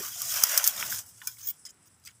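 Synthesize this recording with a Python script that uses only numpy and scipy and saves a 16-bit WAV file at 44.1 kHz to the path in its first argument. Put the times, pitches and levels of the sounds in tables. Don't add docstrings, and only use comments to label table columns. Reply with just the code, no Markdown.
import sys
import numpy as np
from scipy import signal
from scipy.fft import rfft, irfft, next_fast_len
from scipy.io import wavfile
from scipy.ndimage import uniform_filter1d, map_coordinates

SR = 44100
rng = np.random.default_rng(int(sys.argv[2]) if len(sys.argv) > 2 else 0)


def boost(x):
    u = np.asarray(x, float) / 20
    return 10 ** u


def pcm_store(signal):
    levels = np.round(np.clip(np.atleast_2d(signal), -1, 1) * 32767)
    wavfile.write(sys.argv[1], SR, levels.astype(np.int16).T)


N = 97020
t = np.arange(N) / SR


def unit(x):
    return x / np.sqrt(np.mean(x ** 2) + 1e-20)


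def curves(rows):
    times, *columns = np.transpose(rows)
    return [np.interp(t, times, column) for column in columns]


def wobble(rate):
    knots = rng.standard_normal(int(N * rate / SR) + 4)
    return map_coordinates(knots, [np.arange(N) * rate / SR])


def coloured(x, colour, order=0):
    split_hz = 9810
    size = next_fast_len(N + 8192)
    hz = np.fft.rfftfreq(size, 1 / SR) + 1
    colour_hz, colour_db = np.transpose(colour)
    edge_db = -20 * np.clip((hz - 15420) / 80, 0, 1) ** 2
    edge_db -= 80 * np.clip((hz - 15700) / 200, 0, 1) ** 2
    gain = boost(np.interp(np.log(hz), np.log(colour_hz), colour_db, left=-120) + edge_db)
    gain /= np.sqrt(1 + (hz / split_hz) ** (-24 * order))
    return irfft(rfft(x, size) * unit(gain), size)[:N]


def grainy(patchy_db, grain_db, rate):
    spectrum = signal.stft(rng.standard_normal(N), nperseg=512)[2]
    patches = uniform_filter1d(rng.standard_normal(spectrum.shape), size=2, axis=0)
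    patches = uniform_filter1d(patches, size=9, axis=1)
    streaks = signal.istft(spectrum * boost(patchy_db * unit(patches)), nperseg=512)[1][:N]
    return unit(streaks * boost(grain_db * wobble(rate)))


# (pitch [Hz], level [dB per Hz])
LEAF_COLOUR = [(3600, -28), (4500, -14.5), (4950, -5), (6500, -3), (8700, -9), (11000, -3), (12800, 5.5),
               (15400, 6.5)]
# (pitch [Hz], level [dB per Hz])
TWIG_COLOUR = [(600, -36), (1000, -8.5), (1500, -1), (2000, -5.5), (2700, -5), (3400, 0.5), (4100, -6),
               (5200, -45.5)]


def foliage(low, high, body, lumps, edge_colour, patchy_db, grain_db):
    leaves = coloured(low * lumps * grainy(patchy_db, grain_db, 900), LEAF_COLOUR, order=-1)
    edges = coloured(high * lumps * grainy(patchy_db, grain_db, 900), edge_colour, order=1)
    twigs = coloured(body * lumps * grainy(patchy_db, grain_db, 300), TWIG_COLOUR)
    return leaves + edges + twigs


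# (time [s], rubbing strength [dB], brightness [dB], twig share [dB])
BRUSH_STROKES = [(0, -36.5, -0.5, -9), (.17, -41, -3, -10.5), (.23, -36.5, -6, -10), (.3, -30.5, -1.5, -9),
                 (.5, -29.3, -3, -10), (.63, -33.5, -3, -8), (.69, -31, -1.5, -9), (.72, -39, -0.5, -8),
                 (.8, -34.5, -3, -5), (.89, -39.5, -5, -9), (.92, -33, 2.5, -10), (.99, -37, -6, -9),
                 (1.045, -58.5, -1, -14), (1.16, -63, -10, -11), (1.28, -47, 1, -8), (1.36, -59.5, -1, -11),
                 (1.54, -60.5, -2, -8), (1.6, -74.5, -7, -9)]


def brushing():
    level_db, bright_db, twig_db = curves(BRUSH_STROKES)
    lumps = boost(1.2 * wobble(35.37) + 1.36 * wobble(160))
    level_db = level_db - 3.0 - 150 * np.maximum(t - BRUSH_STROKES[-1][0], 0)
    low, high = boost(level_db - bright_db / 2), boost(level_db + bright_db / 2)
    leaves = foliage(low, high, boost(level_db + twig_db), lumps, LEAF_COLOUR, patchy_db=3.0, grain_db=1.4)
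    return leaves + bending_stems(lumps)


# (time [s], level [dB])
STEM_BENDS = [
    (0, -51),
    (.1, -62),
    (.31, -59.5),
    (.35, -39.5),
    (.6, -36.5),
    (.7, -49.5),
    (.82, -46.5),
    (.98, -54),
    (1.04, -68),
]
# (pitch [Hz], level [dB per Hz])
STEM_COLOUR = [(260, -42), (470, -15.5), (540, -3.5), (800, -3), (1400, -0.5), (2000, -5.5), (3200, -4.5),
               (4500, -40)]


def bending_stems(lumps):
    level_db = curves(STEM_BENDS)[0] - 120 * np.maximum(t - STEM_BENDS[-1][0], 0)
    return coloured(boost(level_db) * lumps * grainy(3.55, 0.57, 200), STEM_COLOUR)


# (pitch [Hz], level [dB per Hz])
THUMP_COLOUR = [(60, -24.5), (150, -16), (420, -3), (520, -9), (900, -90)]


def thump():
    level_db, t60_s = -44.5, 0.15
    return coloured(boost(level_db - 60 * t / t60_s) * rng.standard_normal(N), THUMP_COLOUR)


# (pitch [Hz], level [dB per Hz])
AIR_COLOUR = [(30, -12), (70, -2), (170, 2), (350, -5), (480, -9.5), (1500, -8), (4000, -18.5),
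              (15500, -31.5)]


def air():
    stir_db = 0.15 * (curves(BRUSH_STROKES)[0] + 50)
    level_db = -65.5 + stir_db + 3.0 * wobble(6.03)
    return boost(level_db) * coloured(grainy(0.59, 0.25, 60), AIR_COLOUR)


# (pitch [Hz], level [dB per Hz])
INSECT_COLOUR = [(4500, -29.5), (5000, -2.5), (7300, -9), (7700, 7), (8300, 2.5), (10500, -0.5),
                 (10800, -19)]


def insects():
    settle_s, fade_db_per_s = 0.95, -10
    level_db = -64.5 + fade_db_per_s * (np.maximum(t, settle_s) - 1.85) + 2.3 * wobble(25)
    return boost(level_db) * coloured(grainy(1.0, 1.0, 200), INSECT_COLOUR)


# (time [s], level [dB])
DRONE_SWELLS = [
    (0, -75),
    (.27, -53.5),
    (.45, -65),
    (.72, -67.5),
    (.93, -58.5),
    (1.1, -68),
    (1.38, -63),
    (1.7, -80),
    (2.1, -67.5),
]
# (pitch [Hz], level [dB per Hz])
DRONE_COLOUR = [(40, -43), (80, -8.5), (110, -1), (140, -10.5), (250, -33)]


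def drone():
    level_db = curves(DRONE_SWELLS)[0] + 2.0 * wobble(12)
    return coloured(boost(level_db) * rng.standard_normal(N), DRONE_COLOUR)


# (time [s], peak [dB], brightness [dB], time for the tail to fall 60 dB [s])
STALK_SNAPS = [(.027, -34.5, -10, 0.027), (0.2182, -15, 3, 0.032), (.253, -28, 0, .02),
               (.3042, -24, -6, .08), (.341, -20, 5, 0.02), (.3581, -21, -3, .05),
               (0.3714, -28, -7.5, 0.027), (0.403, -22, 0, 0.028), (0.4346, -14, -5, .04),
               (0.4374, -1.5, 4.5, 0.021), (.5765, -4, 0, 0.045), (0.6417, -11.5, -3.5, .08),
               (0.6614, -21, 9.5, 0.027), (0.667, -15, 10, .05), (0.568, -20, -5.5, .03),
               (0.6757, -3, 4, 0.023), (0.685, -21, 11, .03), (.8505, -29, -4, .05), (0.8685, -25, -2, .03),
               (.877, -30, -9, .04), (0.9057, -25, 2, 0.044), (.919, -27, 3, .03), (.931, -27, -3, .03),
               (.96, -30, -8, .06), (.985, -27.5, -6.5, .03), (1.0633, -44, 2, .12), (1.09, -45, 3, .12),
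               (1.1726, -50, 0, .04), (1.2494, -42, -3, .06), (1.2705, -32, 0, .02),
               (1.273, -18.5, 2, 0.06), (1.3151, -37.5, -4, 0.016), (1.3955, -42, 0, .04),
               (1.4404, -42, 5, .04), (1.4706, -35, 12, 0.046), (1.744, -59, 0, 0.027),
               (1.9987, -56, 0, .03), (2.0595, -47, 0, .02), (2.0865, -52, -8, .015), (2.114, -54, -6, .02)]


def snaps():
    rise_s, crack_t60_s, tail_db, body_db = 0.00023, 0.0028, -9.5, -19
    strength = np.zeros((3, N))
    for start, db, bright_db, tail_t60_s in STALK_SNAPS:
        age = np.maximum(t - start, 0)
        crack = boost(4 - 60 * age / crack_t60_s)
        shiver = boost(tail_db - 60 * age / tail_t60_s)
        shape = (1 - np.exp(-age / rise_s)) * (crack + shiver)
        strength += boost(db - 3.5 + np.array([[-bright_db / 2], [bright_db / 2], [body_db]])) * shape
    low, high, body = strength * np.sign(rng.standard_normal((3, N)))
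    return coloured(low, LEAF_COLOUR, -0.92) + coloured(high, LEAF_COLOUR, 1) + coloured(body, TWIG_COLOUR)


# (time [s], peak [dB], pitch [Hz], time for the ring to fall 60 dB [s])
TWIG_TAPS = [(.03, -41, 1179, 0.21), (.1331, -42, 3130, .03), (.2134, -42, 1430, .04),
             (.2593, -40, 3390, .05), (.3017, -37, 3420, .04), (.5127, -34, 1120, .04),
             (.6404, -32, 3530, .03), (.16, -55.5, 701, 0.73), (.26, -51, 693, 0.38),
             (0.211, -44.5, 1184, 0.26), (0.4363, -23, 1350, 0.026), (0.5754, -31, 1860, 0.044),
             (.776, -32, 3630, 0.028), (.8275, -26, 1550, .015), (.829, -36, 1350, .08),
             (.906, -27, 11300, .012), (.925, -33, 7600, .05), (0.9251, -20.5, 1550, 0.012),
             (1.2166, -34, 1770, 0.02), (1.219, -51, 1450, .15), (1.2181, -53.5, 995, 0.32),
             (1.273, -16, 10600, .008), (1.2732, -19, 12700, .007), (1.273, -20, 8600, .005),
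             (1.3155, -36, 8600, .005), (1.2736, -35.5, 5190, 0.086), (1.2734, -39, 2395, 0.066),
             (1.2715, -42, 1500, 0.11), (1.37, -45, 2210, 0.0113), (1.485, -41, 5700, 0.08),
             (1.479, -45, 3300, 0.14), (1.653, -38, 5080, 0.096), (1.684, -51.5, 3096, 0.061),
             (1.69, -57, 5060, 0.063), (2.0725, -46, 8000, .02), (2.059, -50, 5900, .08),
             (2.058, -43, 4650, 0.036), (2.0718, -39, 2030, 0.025), (2.073, -56, 1400, .16),
             (2.048, -63, 1300, .12), (2.072, -45, 4840, 0.06), (2.087, -48.5, 2270, 0.044)]


def taps():
    rise_s, puff_db, puff_t60_s = 0.0005996, -19, 0.1
    rings, puffs = np.zeros(N), np.zeros(N)
    drift = 2.2 * wobble(150)
    for start, db, hz, t60_s in TWIG_TAPS:
        age = np.maximum(t - start, 0)
        phase = 2 * np.pi * hz * age + drift * np.tanh(age / 0.021)
        rings += boost(db - 60 * age / t60_s) * (1 - np.exp(-age / rise_s)) * np.sin(phase)
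        if hz < TWIG_COLOUR[-1][0]:
            puffs += boost(db + puff_db - 60 * age / puff_t60_s) * (age > 0) * min(t60_s / 0.019, 1)
    return rings + coloured(puffs * grainy(5.1, 2.0, 300), TWIG_COLOUR)


# (time [s], peak [dB], pitch [Hz], half width [s])
BLADE_KNOCKS = [
    (.4379, -9, 9500, .00015),
    (.5767, -9, 9800, .00015),
    (.676, -11, 10000, .00015),
    (.8274, -15, 2200, .00024),
    (.9252, -26, 1900, .0004),
    (1.2178, -38, 3000, .0002),
    (2.0727, -38, 2100, .0004),
    (2.087, -48, 2600, .0002),
    (2.115, -54, 2800, .0003),
]


def knocks():
    out = np.zeros(N)
    for middle, db, hz, half_width_s in BLADE_KNOCKS:
        bell = np.exp(-0.5 * ((t - middle) / half_width_s) ** 2)
        out += boost(db) * bell * np.cos(2 * np.pi * hz * (t - middle))
    return out


# (time [s], length [s], level [dB], brightness [dB], twig share [dB])
LEAF_SLIDES = [(1.382, .09, -49.5, -0.5, -8.5), (1.452, .02, -54, 14, -15),
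               (1.469, .042, -38.5, 11.5, -15.5), (1.65, 0.012, -52.5, -18.5, -17),
               (1.662, 0.013, -55, -13, -3.5), (1.687, 0.015, -63, -16, -9),
               (1.702, 0.0066, -59.5, -9, -24), (1.855, 0.026, -66, -7.5, -9),
               (2.036, 0.0082, -66, -10, -14), (2.048, .022, -52, -3, -18), (2.071, 0.0056, -51, -10, -17),
               (2.083, .03, -67, -9, -3.5)]
# (pitch [Hz], level [dB per Hz])
SLIP_COLOUR = [(9500, -39.5), (11500, -14), (13500, -8), (14500, -0.5), (15400, 1.5)]


def slides():
    rise_s, fall_s = 0.003, 0.0039
    strength = np.zeros((3, N))
    for start, length, db, bright_db, body_db in LEAF_SLIDES:
        rise = np.clip((t - start) / rise_s, 0, 1) ** 2
        fall = np.exp(-np.maximum(t - start - length, 0) / fall_s)
        strength += boost(db + np.array([[-bright_db / 2], [bright_db / 2], [body_db]])) * rise * fall
    return foliage(*strength, boost(1.4 * wobble(250)), SLIP_COLOUR, patchy_db=6.0, grain_db=0.6)


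def scene():
    plants = brushing() + snaps() + taps() + knocks() + slides()
    forest = thump() + air() + insects() + drone()
    return (plants + forest)[None]


def roll_off(x):
    return signal.sosfilt(signal.butter(12, 16490, fs=SR, output="sos"), x)


def record(dry):
    mix = np.clip(dry, -1, 1)
    return roll_off(mix)


dry = scene()
out = record(dry)
pcm_store(out)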